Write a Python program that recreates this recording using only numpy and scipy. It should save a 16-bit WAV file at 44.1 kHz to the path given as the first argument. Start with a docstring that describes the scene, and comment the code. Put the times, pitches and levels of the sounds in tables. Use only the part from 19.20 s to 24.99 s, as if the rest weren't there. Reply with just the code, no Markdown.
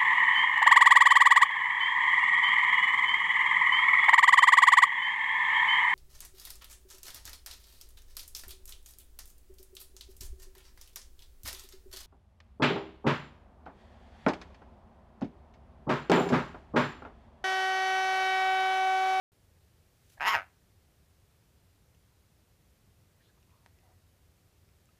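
"""Parrot squawk beside a sleeping puppy.

A small parrot nuzzles a puppy on a bed, lunges and gives one harsh, creaky squawk: snaps of the
syrinx speed up and slow down, ringing a throat that opens and shuts. The lunge brushes the sheet
and bumps the mattress. Later the beak ticks softly in fur among faint wispy notes, over room rumble."""
import sys
import numpy as np
from scipy import signal
from scipy.fft import rfft, irfft, next_fast_len
from scipy.io import wavfile

SR = 44100
rng = np.random.default_rng(int(sys.argv[2]) if len(sys.argv) > 2 else 0)


def master(y):
    """Save y as 16-bit WAV."""
    cut = np.clip(np.atleast_2d(y).T, -1, 1)
    pcm = np.round(cut * 32767)  # scale
    wavfile.write(sys.argv[1], SR, pcm.astype(np.int16))


N = 255339
CALL_START_S, CALL_END_S = 0.9995, 1.248


def squawk(level_db=8, jitter=0.04, scatter_db=1, rasp_t60_s=0.012, jet_hz=12100, jet_width_hz=2300):
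    """Each syrinx snap rings the throat; the air puff behind it rasps and hisses through the beak."""
    size = 2048
    hz, t = np.fft.rfftfreq(size, 1 / SR), np.arange(size) / SR
    out = np.zeros(N)
    for s, gap_s in zip(*snap_times()):
        opening, db, edge_db, jet_gain = gesture(s)
        low, high = tract(hz, opening, edge_db)
        ring = causal(low + amp(-10) * high) * windpipe(hz, opening)
        puff = rng.standard_normal(size) * amp(-60 * t / rasp_t60_s)
        puff = rfft(puff / np.linalg.norm(puff))
        rasp = puff * causal(amp(-11) * low + amp(2) * high)
        hiss = puff * causal(resonance(hz, jet_hz, jet_width_hz))
        start = round((s + jitter * rng.normal() * gap_s) * SR)
        gain = amp(level_db + db + scatter_db * rng.normal())
        out[start:start + size] += irfft(gain * (ring + rasp) + jet_gain * hiss)
    return out


def snap_times(full_rate_hz=220, full_from_s=1.0685, full_until_s=1.1309):
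    """Snap times and gaps: the syrinx runs up to full rate, holds, runs down to a creak."""
    t = np.arange(CALL_START_S, CALL_END_S, 1 / SR)
    run_up_s = 0.0467 * np.maximum(full_from_s - t, 0)
    run_down_s = 0.0767 * np.maximum(t - full_until_s, 0)
    gap_s = 1 / full_rate_hz + run_up_s + run_down_s
    cycles = np.cumsum(1 / gap_s) / SR
    snaps = np.searchsorted(cycles, np.arange(int(cycles[-1]) + 1))
    return t[snaps], gap_s[snaps]


# Pushes of air: t/s, half-width/s, level boost/dB, edge boost/dB, hiss level/dB
AIR_PUSHES = [(1.08, .022, 7, 8.5, -23), (1.148, .016, 7, 4, -24)]


def gesture(t, widest_s=1.122, shut_s=0.052, attack_s=0.008, release_from_s=1.1875, edge_lag_s=0.0046):
    """The throat widens, then shuts fast; air pushes add level, edge (treble) and hiss."""
    opening = np.interp(t, [CALL_START_S, widest_s, widest_s + shut_s], [0.2, 1, 0])
    attack_db = 13.5 * max(1 - (t - CALL_START_S) / attack_s, 0)
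    release_db = 412 * max(t - release_from_s, 0)
    db = -6.5 - attack_db - release_db
    edge_db = -14.5 + 13 * opening - attack_db
    jet_gain = 0
    for s, width_s, louder_db, brighter_db, hiss_db in AIR_PUSHES:
        db += louder_db * swell(t, s, width_s)
        edge_db += brighter_db * swell(t - edge_lag_s, s, width_s)
        jet_gain += amp(hiss_db) * swell(t, s, width_s, order=6)
    return opening, db, edge_db, jet_gain


# Low throat resonances: closed f/Hz, open f/Hz, width/Hz, closed level/dB, open level/dB
LOW_FORMANTS = [(717, 1090, 350, -0.5, 5.5), (1500, 2100, 790, 2, -0.5), (2340, 3000, 610, -3.5, -4.5),
                (1155, 1480, 370, -4.5, 3.5)]
# Upper resonances: f/Hz, width/Hz, level/dB
HIGH_FORMANTS = [(4080, 1800, -22), (5218, 750, -15.5), (6610, 900, -22.5), (9196, 1500, -42),
                 (11320, 1800, -26.5), (14260, 2500, -34)]


def tract(hz, opening, edge_db, low_cut_hz=560):
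    """Low and upper resonance gains; opening the throat tunes all up, the low ones by the most."""
    low_power = high_power = 0
    for closed_hz, open_hz, width_hz, closed_db, open_db in LOW_FORMANTS:
        centre_hz = closed_hz + opening * (open_hz - closed_hz)
        db = closed_db + opening * (open_db - closed_db)
        low_power += (amp(db) * resonance(hz, centre_hz, width_hz)) ** 2
    stretch = 1 + 0.08 * (opening - 0.7)
    for centre_hz, width_hz, db in HIGH_FORMANTS:
        high_power += (amp(db + edge_db) * resonance(hz, centre_hz * stretch, width_hz)) ** 2
    radiated = hz ** 4 / (hz ** 4 + low_cut_hz ** 4)
    chest = amp(-13) * resonance(hz, 460, 340)  # bass leaks through the body
    return np.sqrt(low_power * radiated + chest ** 2), np.sqrt(high_power)


def windpipe(hz, opening):
    """One reflection from the beak, about one period of the lowest resonance late."""
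    closed_hz, open_hz = LOW_FORMANTS[0][:2]
    round_trip_s = rng.normal(1, 0.06) / (closed_hz + opening * (open_hz - closed_hz))
    return 1 + 0.5 * np.exp(-2j * np.pi * hz * round_trip_s)


def breath(at_s=0.98, half_width_s=0.0073, level_db=-53.5):
    """Air sounds two throat resonances just before the syrinx catches."""
    white = rng.standard_normal(N)
    air = filtered(white, lambda hz: resonance(hz, 770, 180) + amp(-2) * resonance(hz, 1720, 260))
    return amp(level_db) * swell(np.arange(N) / SR, at_s, half_width_s) * unit(air)


# Beak ticks: t/s, level/dB, f/Hz, t60/s
BEAK_TICKS = [(2.748, -60, 2997, 0.0084), (4.229, -56.5, 2705, 0.0063), (4.306, -59.5, 2520, 0.0072),
              (4.462, -44.5, 837, 0.0058), (4.588, -56.5, 2502, 0.0052), (5.49, -57, 2394, 0.004),
              (5.657, -55, 7300, 0.0043), (5.69, -62, 1286, 0.024)]


def beak(crack_db=-8, crack_t60_s=0.005, overtone_ratio=2.04, fur_cutoff_hz=5000):
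    """Dry ticks: a tiny crack and two ringing modes, dulled by fur."""
    out, t = np.zeros(N + SR), np.arange(SR // 20) / SR
    for s, db, hz, t60_s in BEAK_TICKS:
        phase = 2 * np.pi * hz * t
        ring = (np.cos(phase) + amp(-3) * np.cos(overtone_ratio * phase)) * amp(-60 * t / t60_s)
        crack = rng.standard_normal(len(t)) * amp(crack_db - 60 * t / crack_t60_s)
        out[round(s * SR):][:len(t)] += amp(db) * (ring + crack)
    return filtered(out[:N], lambda hz: 1 / (1 + 1j * hz / fur_cutoff_hz))


# Bumps on the bed: t/s, level/dB, f/Hz
BED_BUMPS = [(0.989, -49, 52.05), (1.074, -51.5, 60), (1.155, -42, 97)]


def mattress(t60_s=0.11, attack_s=0.0031):
    """The lunging bird sets off heavily damped swings of the mattress."""
    out, t = np.zeros(N + SR), np.arange(SR // 4) / SR
    for s, db, hz in BED_BUMPS:
        envelope = amp(db - 60 * t / t60_s) * (1 - np.exp(-t / attack_s))
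        out[round(s * SR):][:len(t)] += envelope * np.sin(2 * np.pi * hz * t)
    return out[:N]


# Feather strokes: t/s, half-width/s, level/dB
FEATHER_STROKES = [(.9, 0.16, -74), (0.902, 0.0053, -65), (.933, .016, -68)]
# Rustle spectrum: f/Hz, relative density/dB
FEATHER_SPECTRUM = [(400, -31), (1200, -3.5), (4000, -1.5), (9000, -3.5), (15000, -6.5)]


def feathers():
    """Feathers brush the sheet as the lunge starts."""
    t = np.arange(N) / SR
    envelope = sum(amp(db) * swell(t, s, width_s) for s, width_s, db in FEATHER_STROKES)
    return envelope * noise(FEATHER_SPECTRUM)


# Wispy notes: t/s, length/s, f/Hz, width/Hz, level/dB
WISP_NOTES = [(3.997, 0.037, 1810, 346, -72), (4.002, 0.11, 3500, 1510, -74.5),
              (4.084, 0.032, 1660, 330, -72.5), (4.171, 0.017, 1040, 300, -69),
              (4.223, 0.27, 1040, 320, -76), (4.466, 0.34, 1980, 150, -81.5), (4.6, 0.17, 800, 516, -72)]


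def wisps():
    """Short airy notes of band noise, barely above the hiss."""
    out = np.zeros(N)
    for s, length_s, note_hz, width_hz, db in WISP_NOTES:
        n = round(length_s * SR)
        air = filtered(rng.standard_normal(N), lambda hz: resonance(hz, note_hz, width_hz))
        envelope = np.sqrt(np.abs(np.hanning(n)))
        out[round(s * SR):][:n] += amp(db) * envelope * unit(air[:n])
    return out


# Room decay: f/Hz, t60/s
ROOM_DECAY = [(200, 0.22), (1000, 0.27), (3000, 0.27), (12000, 0.1953)]


def room(x, tail_db=-19.5, tail_delay_s=0.005, early_db=-9, early_span_s=(0.0017, 0.012), echoes=14):
    """Direct sound, echoes from near surfaces and a short soft tail."""
    hz, t, spectra = signal.stft(rng.standard_normal(SR // 2), SR, nperseg=256)
    decay = amp(-60 * t / along(ROOM_DECAY, hz)[:, None])
    tail = signal.istft(spectra * decay, SR, nperseg=256)[1]
    response = np.pad(amp(tail_db) * tail / np.linalg.norm(tail), (round(tail_delay_s * SR), 0))
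    delays = (np.sort(rng.uniform(*early_span_s, echoes)) * SR).astype(int)
    response[delays] += amp(early_db) * rng.choice([-1, 1], echoes) / np.sqrt(echoes)
    return x + signal.fftconvolve(x, response)[:N]


# House rumble: f/Hz, relative density/dB
RUMBLE_SPECTRUM = [(12, -47), (20, -32), (24, -29), (33, -11.5), (65, -2), (80, 0.5), (92, 1), (134, -8.5),
                   (193, -11.5), (233, -17), (282, -20.5), (400, -27.5), (520, -54.5), (880, -120)]
# Steady hiss: f/Hz, relative density/dB
HISS_SPECTRUM = [(240, -3), (400, 1), (683, -3.5), (927, -7), (2390, -10), (3610, -11.5), (4270, -11.5),
                 (8750, -14.5), (14700, -15), (15400, -24.5)]


def background(rumble_db=-66, hiss_db=-71.5):
    """Low house rumble under a thin, even hiss."""
    return amp(rumble_db) * noise(RUMBLE_SPECTRUM) + amp(hiss_db) * noise(HISS_SPECTRUM)


def amp(db):
    """Decibels to gain."""
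    return 10 ** (np.asarray(db) / 20)


def unit(x):
    """Scale to rms 1."""
    return x / np.sqrt(np.mean(x ** 2) + 1e-20)


def along(points, hz):
    """Interpolate (f/Hz, value) points on a log axis."""
    points_hz, values = np.transpose(points)
    return np.interp(np.log(hz + 1), np.log(points_hz + 1), values)


def swell(t, centre_s, half_width_s, order=2):
    """Smooth bump, peak 1; higher order flattens the top."""
    return np.exp(-np.abs((t - centre_s) / half_width_s) ** order)


def resonance(hz, centre_hz, width_hz):
    """Resonance gain, peak 1."""
    return 1 / (1 + (2 * (hz - centre_hz) / width_hz) ** 2)


def causal(gain):
    """Minimum-phase response with this gain."""
    cepstrum = irfft(np.log(np.maximum(gain, 1e-6)))
    half = len(cepstrum) // 2
    cepstrum[1:half] *= 2
    cepstrum[half + 1:] = 0
    return np.exp(rfft(cepstrum))


def filtered(x, response):
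    """Apply a frequency response."""
    size = next_fast_len(N + SR // 2)
    return irfft(rfft(x, size) * response(np.fft.rfftfreq(size, 1 / SR)), size)[:N]


def noise(spectrum):
    """Coloured noise, rms 1."""
    return unit(filtered(rng.standard_normal(N), lambda hz: amp(along(spectrum, hz))))


def scene():
    """The bird close by in a quiet room, mono."""
    bird = room(squawk() + breath() + beak() + wisps())
    return (bird + mattress() + feathers() + background())[None]


def record(dry, start_s=0.119, top_hz=15550):
    """Brief opening silence and a brick-wall low-pass."""
    gate = np.arange(N) / SR >= start_s
    return filtered(dry[0] * gate, lambda hz: hz < top_hz)[None]


dry = scene()
out = record(dry)
master(out)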